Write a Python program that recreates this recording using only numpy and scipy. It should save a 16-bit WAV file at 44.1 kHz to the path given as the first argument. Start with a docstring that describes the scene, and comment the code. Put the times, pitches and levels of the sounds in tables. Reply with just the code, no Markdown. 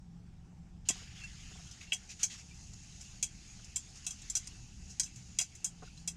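"""Small fishing reel wound beside a gas heater

A reel is lifted and wound inside a fabric shelter, close to a mono camera microphone.
Heater: shaped noise rumble and hiss, plus a wavering low hum of sine and resonant noise.
Winding: gear whir, sleeve rustle and finger rub are gritty shaped noise with short scuffs.
Loose play knocks and chatters: impulses and noise bursts ring the reel's modes.
Hand bumps are noise puffs into the rod modes; squeaks are short sine bursts."""
import sys
import numpy as np
from scipy import signal
from scipy.fft import rfft, irfft, next_fast_len
from scipy.io import wavfile
from scipy.ndimage import uniform_filter1d, map_coordinates

SR = 44100
rng = np.random.default_rng(int(sys.argv[2]) if len(sys.argv) > 2 else 0)


def dump_mix(stems):
    """Bounce the given channels to the path in sys.argv[1] as a 16-bit WAV at rate SR."""
    frames = np.atleast_2d(stems).T  # one column per channel
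    limited = np.clip(frames, -1, 1)  # hard clip at full scale
    pcm = np.round(limited * 32767).astype(np.int16)
    wavfile.write(sys.argv[1], SR, pcm)


N = 271964

# Burner rumble spectrum: (frequency [Hz], relative density [dB])
RUMBLE_SPECTRUM = [(12, -56), (20, -1.5), (50, -2.5), (75, -0.5), (100, -8), (122, -2), (145, -8),
                   (195, -7), (225, -15.5), (340, -26), (450, -45), (700, -100)]
# Rumble level: (time [s], mean level [dB])
RUMBLE_LEVEL = [(0, -54.5), (1.2, -52.5), (1.9, -56.5), (3.2, -51), (3.8, -55), (4.7, -52.5), (5.6, -56),
                (6.17, -54.5)]
# Air mode of the burner: (centre [Hz], width [Hz], level [dB])
HUM_MODE = [(170.2, 3.2, 1)]
# Hum level: (time [s], mean level [dB])
HUM_LEVEL = [(0, -56), (.7, -54.5), (1.6, -65.5), (4.4, -69), (5.9, -61), (6.17, -61)]
# Burner hiss spectrum in the shelter: (frequency [Hz], relative density [dB])
HISS_SPECTRUM = [(200, -9), (400, -10), (580, -19.5), (780, -7.5), (1000, -17.5), (1700, -20.5),
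                 (2200, -20.5), (4000, -26), (5500, -21.5), (7900, -25), (8600, -32.5), (11400, -42),
                 (16000, -66)]
# Winding levels: (time [s], gear whir [dB], sleeve rustle [dB])
WINDING_LEVELS = [(.85, -65, -61), (.95, -56.5, -54.5), (1.1, -62.5, -60), (1.25, -62.5, -62),
                  (1.42, -56.5, -58), (1.65, -58.5, -60.5), (1.9, -61.5, -62.5), (2.25, -59.5, -68),
                  (2.5, -58.5, -66.5), (2.7, -60, -68), (3.05, -58, -64.5), (3.25, -60.5, -66.5),
                  (3.5, -59, -63.5), (3.75, -59.5, -64.5), (4.25, -57, -62.5), (4.5, -58.5, -63),
                  (4.65, -60.5, -70), (5.0, -61, -67.5), (5.6, -62.5, -67), (6.0, -63, -68.5),
                  (6.17, -71.5, -71)]
# Gear whir spectrum: (frequency [Hz], relative density [dB])
WHIR_SPECTRUM = [(2500, -30.5), (4000, -14), (4900, -6.5), (5500, -5.5), (6200, -4), (6700, 0.5),
                 (7250, -6), (8000, -14), (8800, -17), (11000, -27.5), (16000, -56)]
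# Sleeve rustle spectrum: (frequency [Hz], relative density [dB])
RUSTLE_SPECTRUM = [(600, -33), (1200, -9), (1700, -4.5), (2400, -1.5), (3000, 0), (3800, -3.5), (5000, -4),
                   (7000, -18.5), (16000, -41)]
# Handle modes under the fingers: (centre [Hz], width [Hz], level [dB])
RUB_MODES = [(2664, 120, 12), (2930, 260, -6)]
# Scuffs, short swells of winding noise: (time [s], length [s], whir [dB], rustle [dB])
SCUFFS = [(1.148, 0.15, -67, -66), (1.806, 0.057, -62, -59), (2.09, 0.054, -52, -58.5),
          (2.192, 0.074, -49.5, -55.5), (2.298, 0.081, -53.5, -54.5), (2.376, .05, -58, -64.5),
          (2.733, 0.015, -57, -85), (3.644, 0.022, -65, -83), (3.954, 0.048, -57.5, -68),
          (4.044, 0.015, -60, -63), (4.894, .044, -60, -91), (5.826, 0.087, -75, -66.5),
          (5.968, 0.076, -67, -98)]
# Reel knocks: (time [s], loudest short rms of the ring [dB], spool centre [Hz], handle share [dB],
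# handle centre [Hz], ring share [dB], chatter t60 [s])
KNOCKS = [(0.8876, -23.5, 6950, -12.5, 2690, -15.5, 0.093), (.9004, -37, 7160, -17, 2350, -5, 0.066),
          (0.9063, -38.5, 6000, -3, 1940, -3, 0.054), (1.236, -52.5, 6800, -10, 2730, -23, 0.095),
          (1.6717, -56, 6020, -10, 2920, 3, 0.06), (1.7121, -49.5, 5850, -29, 2980, -24, .09),
          (1.8115, -50.5, 5740, 14.5, 2370, 0, .06), (1.9208, -26.5, 4350, 14, 2770, 8, .055),
          (1.931, -33, 7000, -6.5, 2940, -8, 0.1), (2.2318, -25, 6700, -17.5, 2240, -12, 0.1),
          (2.2399, -36, 6400, -30, 2320, -17, 0.12), (3.01, -48.5, 6290, -9, 2760, -15, 0.17),
          (3.2274, -27, 7130, -19.5, 2550, -8.5, .1), (3.241, -44, 7180, -18, 2570, -3, 0.12),
          (3.6441, -51.5, 5700, -22, 2750, -21, .08), (3.76, -30, 7400, -20, 2500, -15, 0.1),
          (4.0661, -32.5, 7400, -16.5, 2600, -10, .1), (4.1069, -39, 6600, -23, 2650, -10, 0.11),
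          (4.2187, -51, 6650, -19, 2580, -16, 0.066), (4.2993, -34, 7140, -35, 2160, -21, 0.089),
          (4.353, -27.5, 6760, -22, 2560, -15, 0.1), (4.3677, -31.5, 6100, -20, 2570, -14, 0.078),
          (4.473, -42, 6300, -20, 2300, -19, .05), (4.9008, -53.5, 6480, -19, 2500, -21, .07),
          (4.9973, -25, 6160, -18, 2190, -14, 0.085), (5.033, -38.5, 6370, -20, 2770, -8.5, 0.13),
          (5.0602, -53, 6560, -7, 2610, -1, 0.11), (5.1591, -51, 6700, -15, 2600, -13, 0.15),
          (5.3877, -24, 6930, -13, 2670, -9.5, 0.059), (5.4008, -32, 7420, -9, 2600, -19, 0.044),
          (5.4112, -31.5, 6200, -14.5, 2490, -15, 0.11), (5.552, -50.5, 7050, -34, 2390, -28, .097),
          (5.6449, -29, 7240, -14.5, 3200, -13.5, .11), (5.9758, -57, 4300, -12, 2900, -6, 0.042),
          (6.0761, -32, 7000, -20, 2600, -21, .11)]
# Reel modes: (centre [Hz], width [Hz], level [dB])
REEL_MODES = [(731, 42, -4.5), (1038, 23, -5.5), (1548, 88, -3), (1925, 104, 3.5), (2270, 133, 5),
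              (2644, 74, 7.5), (2886, 117, 2.5), (3280, 42, 8), (4023, 190, -3.5), (4854, 170, -1.5),
              (5130, 205, 0), (5760, 194, 3.5), (6120, 250, 5.5), (6330, 334, 5.5), (7054, 247, 4.5),
              (7297, 166, 7), (8080, 280, 1), (8330, 180, -4), (8430, 430, 2), (9540, 310, -6.5),
              (9900, 320, -6)]
# Treble of a bare contact: (centre [Hz], width [Hz], level [dB])
CRACK_MODES = [(10300, 1300, 2), (13400, 2900, -19)]
# Dull bumps of hand on rod: (time [s], peak [dB], centre [Hz], force t60 [s])
BUMPS = [(.901, -34, 460, 0.012), (.954, -49.5, 820, 0.04), (1.014, -52, 485, 0.042),
         (1.508, -54.5, 705, 0.044), (1.552, -53.5, 740, 0.047), (1.585, -55, 690, 0.068),
         (2.73, -62, 900, 0.039), (3.593, -53, 910, 0.029), (5.286, -60.5, 507, 0.05),
         (5.822, -43, 634, 0.048)]
# Rod butt modes: (centre [Hz], width [Hz], level [dB])
ROD_MODES = [(120, 35, -14), (214, 92, 2), (396, 80, 1), (505, 260, -9.5), (740, 81, -4.5),
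             (1090, 180, -9.5), (1440, 240, -6.5)]
# Handle squeaks: (time [s], peak [dB], pitch [Hz], length [s])
SQUEAKS = [(1.217, -50, 2700, .015), (1.236, -42, 2710, 0.034), (1.237, -52.5, 1660, 0.013),
           (1.238, -51, 4320, .012), (1.87, -57, 2750, 0.035), (2.51, -54.5, 2370, 0.023),
           (5.875, -56, 1450, 0.01), (5.976, -52.5, 4080, 0.014)]

RUMBLE_SWAY_DB, HUM_SWAY_DB, HISS_DB = 1.2, 1.9, -69.5
LIFT_S, LIFT_RISE_S = 0.85, 0.01  # the rod leaves rest
RUB_DB, RUB_SWAY_DB = -13.5, 2  # fingers on the handle, relative to the whir
GRIP_DB = -2  # a scuff also drags the fingers over the handle: relative to its rustle
REBOUND_RATE_HZ, REBOUND_DB, REBOUND_T60_S = 480, 18.0, 0.037
SEAT_DB, SEAT_FOLLOWS = -9.5, 0.5  # seat share; growth with the handle share [dB per dB]
CRACK_DB = -11.5  # gain relative to the knock level
TOP_HZ = 15900


def amp(db):
    """Gain of a level in dB."""
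    return 10 ** (np.asarray(db) / 20)


def unit(x):
    """x at rms 1."""
    return x / np.sqrt(np.mean(x ** 2) + 1e-20)


def curves(rows):
    """One value per sample for each column after the time."""
    time_s, *columns = np.transpose(rows)
    return [np.interp(np.arange(N) / SR, time_s, column) for column in columns]


def wobble(rate_hz, size=N):
    """Smooth random curve, rate_hz knots a second."""
    knots = rng.standard_normal(int(size * rate_hz / SR) + 4)
    return map_coordinates(knots, [np.arange(size) * rate_hz / SR])


def filtered(x, response):
    """x times a complex response of frequency."""
    m = next_fast_len(len(x) + 8192)  # padding takes the ring-out
    spectrum = rfft(x, m) * response(np.fft.rfftfreq(m, 1 / SR))
    return irfft(spectrum, m)[:len(x)]


def coloured(x, points):
    """x shaped by (Hz, dB) points on a log-frequency axis, at rms 1."""
    f, db = np.transpose(points)

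    def response(hz):
        return amp(np.interp(np.log(hz + 1), np.log(f + 1), db))
    return unit(filtered(x, response))


def resonant(modes):
    """Causal response of (Hz, width Hz, dB) resonances summed with alternating sign."""
    def response(f):
        total = 0
        for k, (centre, width, db) in enumerate(modes):
            damping = 1j * f * width
            total = total + (-1) ** k * amp(db) * damping / (centre ** 2 - f ** 2 + damping)
        return total
    return response


def patchy(patchy_db):
    """Noise with patches of random gain in time and frequency."""
    z = signal.stft(rng.standard_normal(N), nperseg=512)[2]
    field = uniform_filter1d(rng.standard_normal(z.shape), size=6, axis=0)
    field = uniform_filter1d(field, size=10, axis=1)
    return signal.istft(z * amp(patchy_db * unit(field)), nperseg=512)[1][:N]


def add(track, s, sound):
    """Mixes a sound into the track from time s on."""
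    part = track[round(s * SR):][:len(sound)]
    part += sound[:len(part)]


def heater():
    """The flame rumbles unevenly, sings in one low air mode and hisses faintly."""
    rumble_db = curves(RUMBLE_LEVEL)[0] + RUMBLE_SWAY_DB * wobble(3.976)
    rumble = amp(rumble_db) * coloured(rng.standard_normal(N), RUMBLE_SPECTRUM)
    pitch_hz = HUM_MODE[0][0] * (1 + 0.01246 * wobble(4))
    tone = np.sin(2 * np.pi * np.cumsum(pitch_hz) / SR)
    breath = unit(filtered(rng.standard_normal(N), resonant(HUM_MODE)))
    hum_db = curves(HUM_LEVEL)[0] + HUM_SWAY_DB * wobble(3.94)
    hum = amp(hum_db) * (0.8 * tone + 0.62 * breath)
    hiss = amp(HISS_DB) * coloured(patchy(patchy_db=2.0), HISS_SPECTRUM)
    return rumble + hum + hiss


def winding():
    """Gear teeth, cloth fibres and fingers make dense gritty noise, still until the rod is lifted."""
    whir, rustle = amp(curves(WINDING_LEVELS))
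    rub = whir * amp(RUB_DB + RUB_SWAY_DB * wobble(16))
    whir *= amp(1.2 * wobble(8))
    for s, length_s, whir_db, rustle_db in SCUFFS:
        u = np.linspace(0, 1, round(length_s * SR))
        swell = np.sin(np.pi * u ** 0.61)  # quick to rise, slower to fall
        catch_db = 1.8 * wobble(116, size=len(u))  # cloth catches and slips
        add(whir, s, amp(whir_db) * swell)
        add(rub, s, amp(rustle_db + GRIP_DB) * swell)
        add(rustle, s, amp(rustle_db + catch_db) * swell)
    moving = np.clip((np.arange(N) / SR - LIFT_S) / LIFT_RISE_S, 0, 1)
    gears = coloured(patchy(patchy_db=1.5) * amp(0.83 * wobble(300)), WHIR_SPECTRUM)
    cloth = coloured(patchy(patchy_db=3.0) * amp(0.28 * wobble(150)), RUSTLE_SPECTRUM)
    finger_force = rng.standard_normal(N) * amp(3.1 * wobble(12))
    fingers = unit(filtered(finger_force, resonant(RUB_MODES)))
    return moving * (whir * gears + rustle * cloth + rub * fingers)


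def knocks():
    """A hard blow, its rebounds and a dying chatter of tiny contacts ring the reel's modes."""
    out, t = np.zeros(N), np.arange(SR // 6) / SR
    hz, width_hz, level_db = np.transpose(REEL_MODES)
    for s, db, spool_hz, handle_db, handle_hz, ring_db, t60_s in KNOCKS:
        # one impulse at the start, then one per turn of an uneven clock
        rate_hz = REBOUND_RATE_HZ * amp(3 * wobble(200, size=len(t)))
        turns = np.floor(np.cumsum(rate_hz) / SR)
        rebound_db = REBOUND_DB + 0.87 * rng.standard_normal(len(t)) - 60 * t / REBOUND_T60_S
        rebounds = np.diff(turns, prepend=-1) * amp(rebound_db)
        chatter = amp(0.96 * wobble(312, size=len(t)) - 60 * t / t60_s)
        chatter *= 1 - np.exp(-t / 0.00074)
        # spool and handle ring most near the mode closest to the contact; the seat follows the handle
        spool_db = -14 * np.abs(np.log2(hz / spool_hz))
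        near_db = handle_db - 30 * np.abs(np.log2(hz / handle_hz))
        seat_db = SEAT_DB + SEAT_FOLLOWS * handle_db
        share_db = np.select([hz < 1700, hz < 3050, hz < 3600], [seat_db, near_db, ring_db], spool_db)
        scatter_db = 2 * rng.standard_normal(len(hz))
        modes = resonant(np.transpose([hz, width_hz, level_db + share_db + scatter_db]))
        force = rebounds + chatter * rng.standard_normal(len(t))
        knock = filtered(force, lambda f: modes(f) / (1 + 1j * f / 9500) ** 3)
        loudest = np.sqrt(uniform_filter1d(knock ** 2, size=400).max())
        # the contact itself cracks above the modes, less when the handle takes the blow
        crack = filtered(chatter ** 1.14 * rng.standard_normal(len(t)), resonant(CRACK_MODES))
        crack *= amp(CRACK_DB - 1.9 * max(handle_db, 0))
        add(out, s - 0.0005, amp(db) * (knock / loudest + crack))
    return out


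def bumps():
    """A soft contact is a short puff of force into the rod modes, strongest near its centre."""
    out, t = np.zeros(N), np.arange(SR // 8) / SR
    hz, width_hz, level_db = np.transpose(ROD_MODES)
    for s, db, centre_hz, t60_s in BUMPS:
        puff = rng.standard_normal(len(t)) * amp(-60 * t / t60_s) * (1 - np.exp(-t / 0.017))
        near_db = level_db - 9 * np.abs(np.log2(hz / centre_hz))
        bump = filtered(puff, resonant(np.transpose([hz, width_hz, near_db])))
        add(out, s - 0.002, amp(db) * bump / np.abs(bump).max())
    return out


def squeaks():
    """A dry bearing sticks and slips at a nearly steady rate for an instant: a sine burst."""
    out = np.zeros(N)
    for s, db, hz, length_s in SQUEAKS:
        t = np.arange(round(length_s * SR)) / SR
        pitch_hz = hz * (1 + 0.0038 * wobble(130, size=len(t)))
        swell = np.sin(np.pi * (t / length_s) ** 0.5)
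        add(out, s, amp(db) * swell * np.sin(2 * np.pi * np.cumsum(pitch_hz) / SR))
    return out


def scene():
    """One microphone feeds both channels."""
    mono = heater() + winding() + knocks() + bumps() + squeaks()
    return np.array([mono, mono])


def record(dry):
    """The camera's band limit: a steep zero-phase low-pass."""
    return np.array([filtered(x, lambda hz: 1 / (1 + (hz / TOP_HZ) ** 160)) for x in dry])


dry = scene()
out = record(dry)
dump_mix(out)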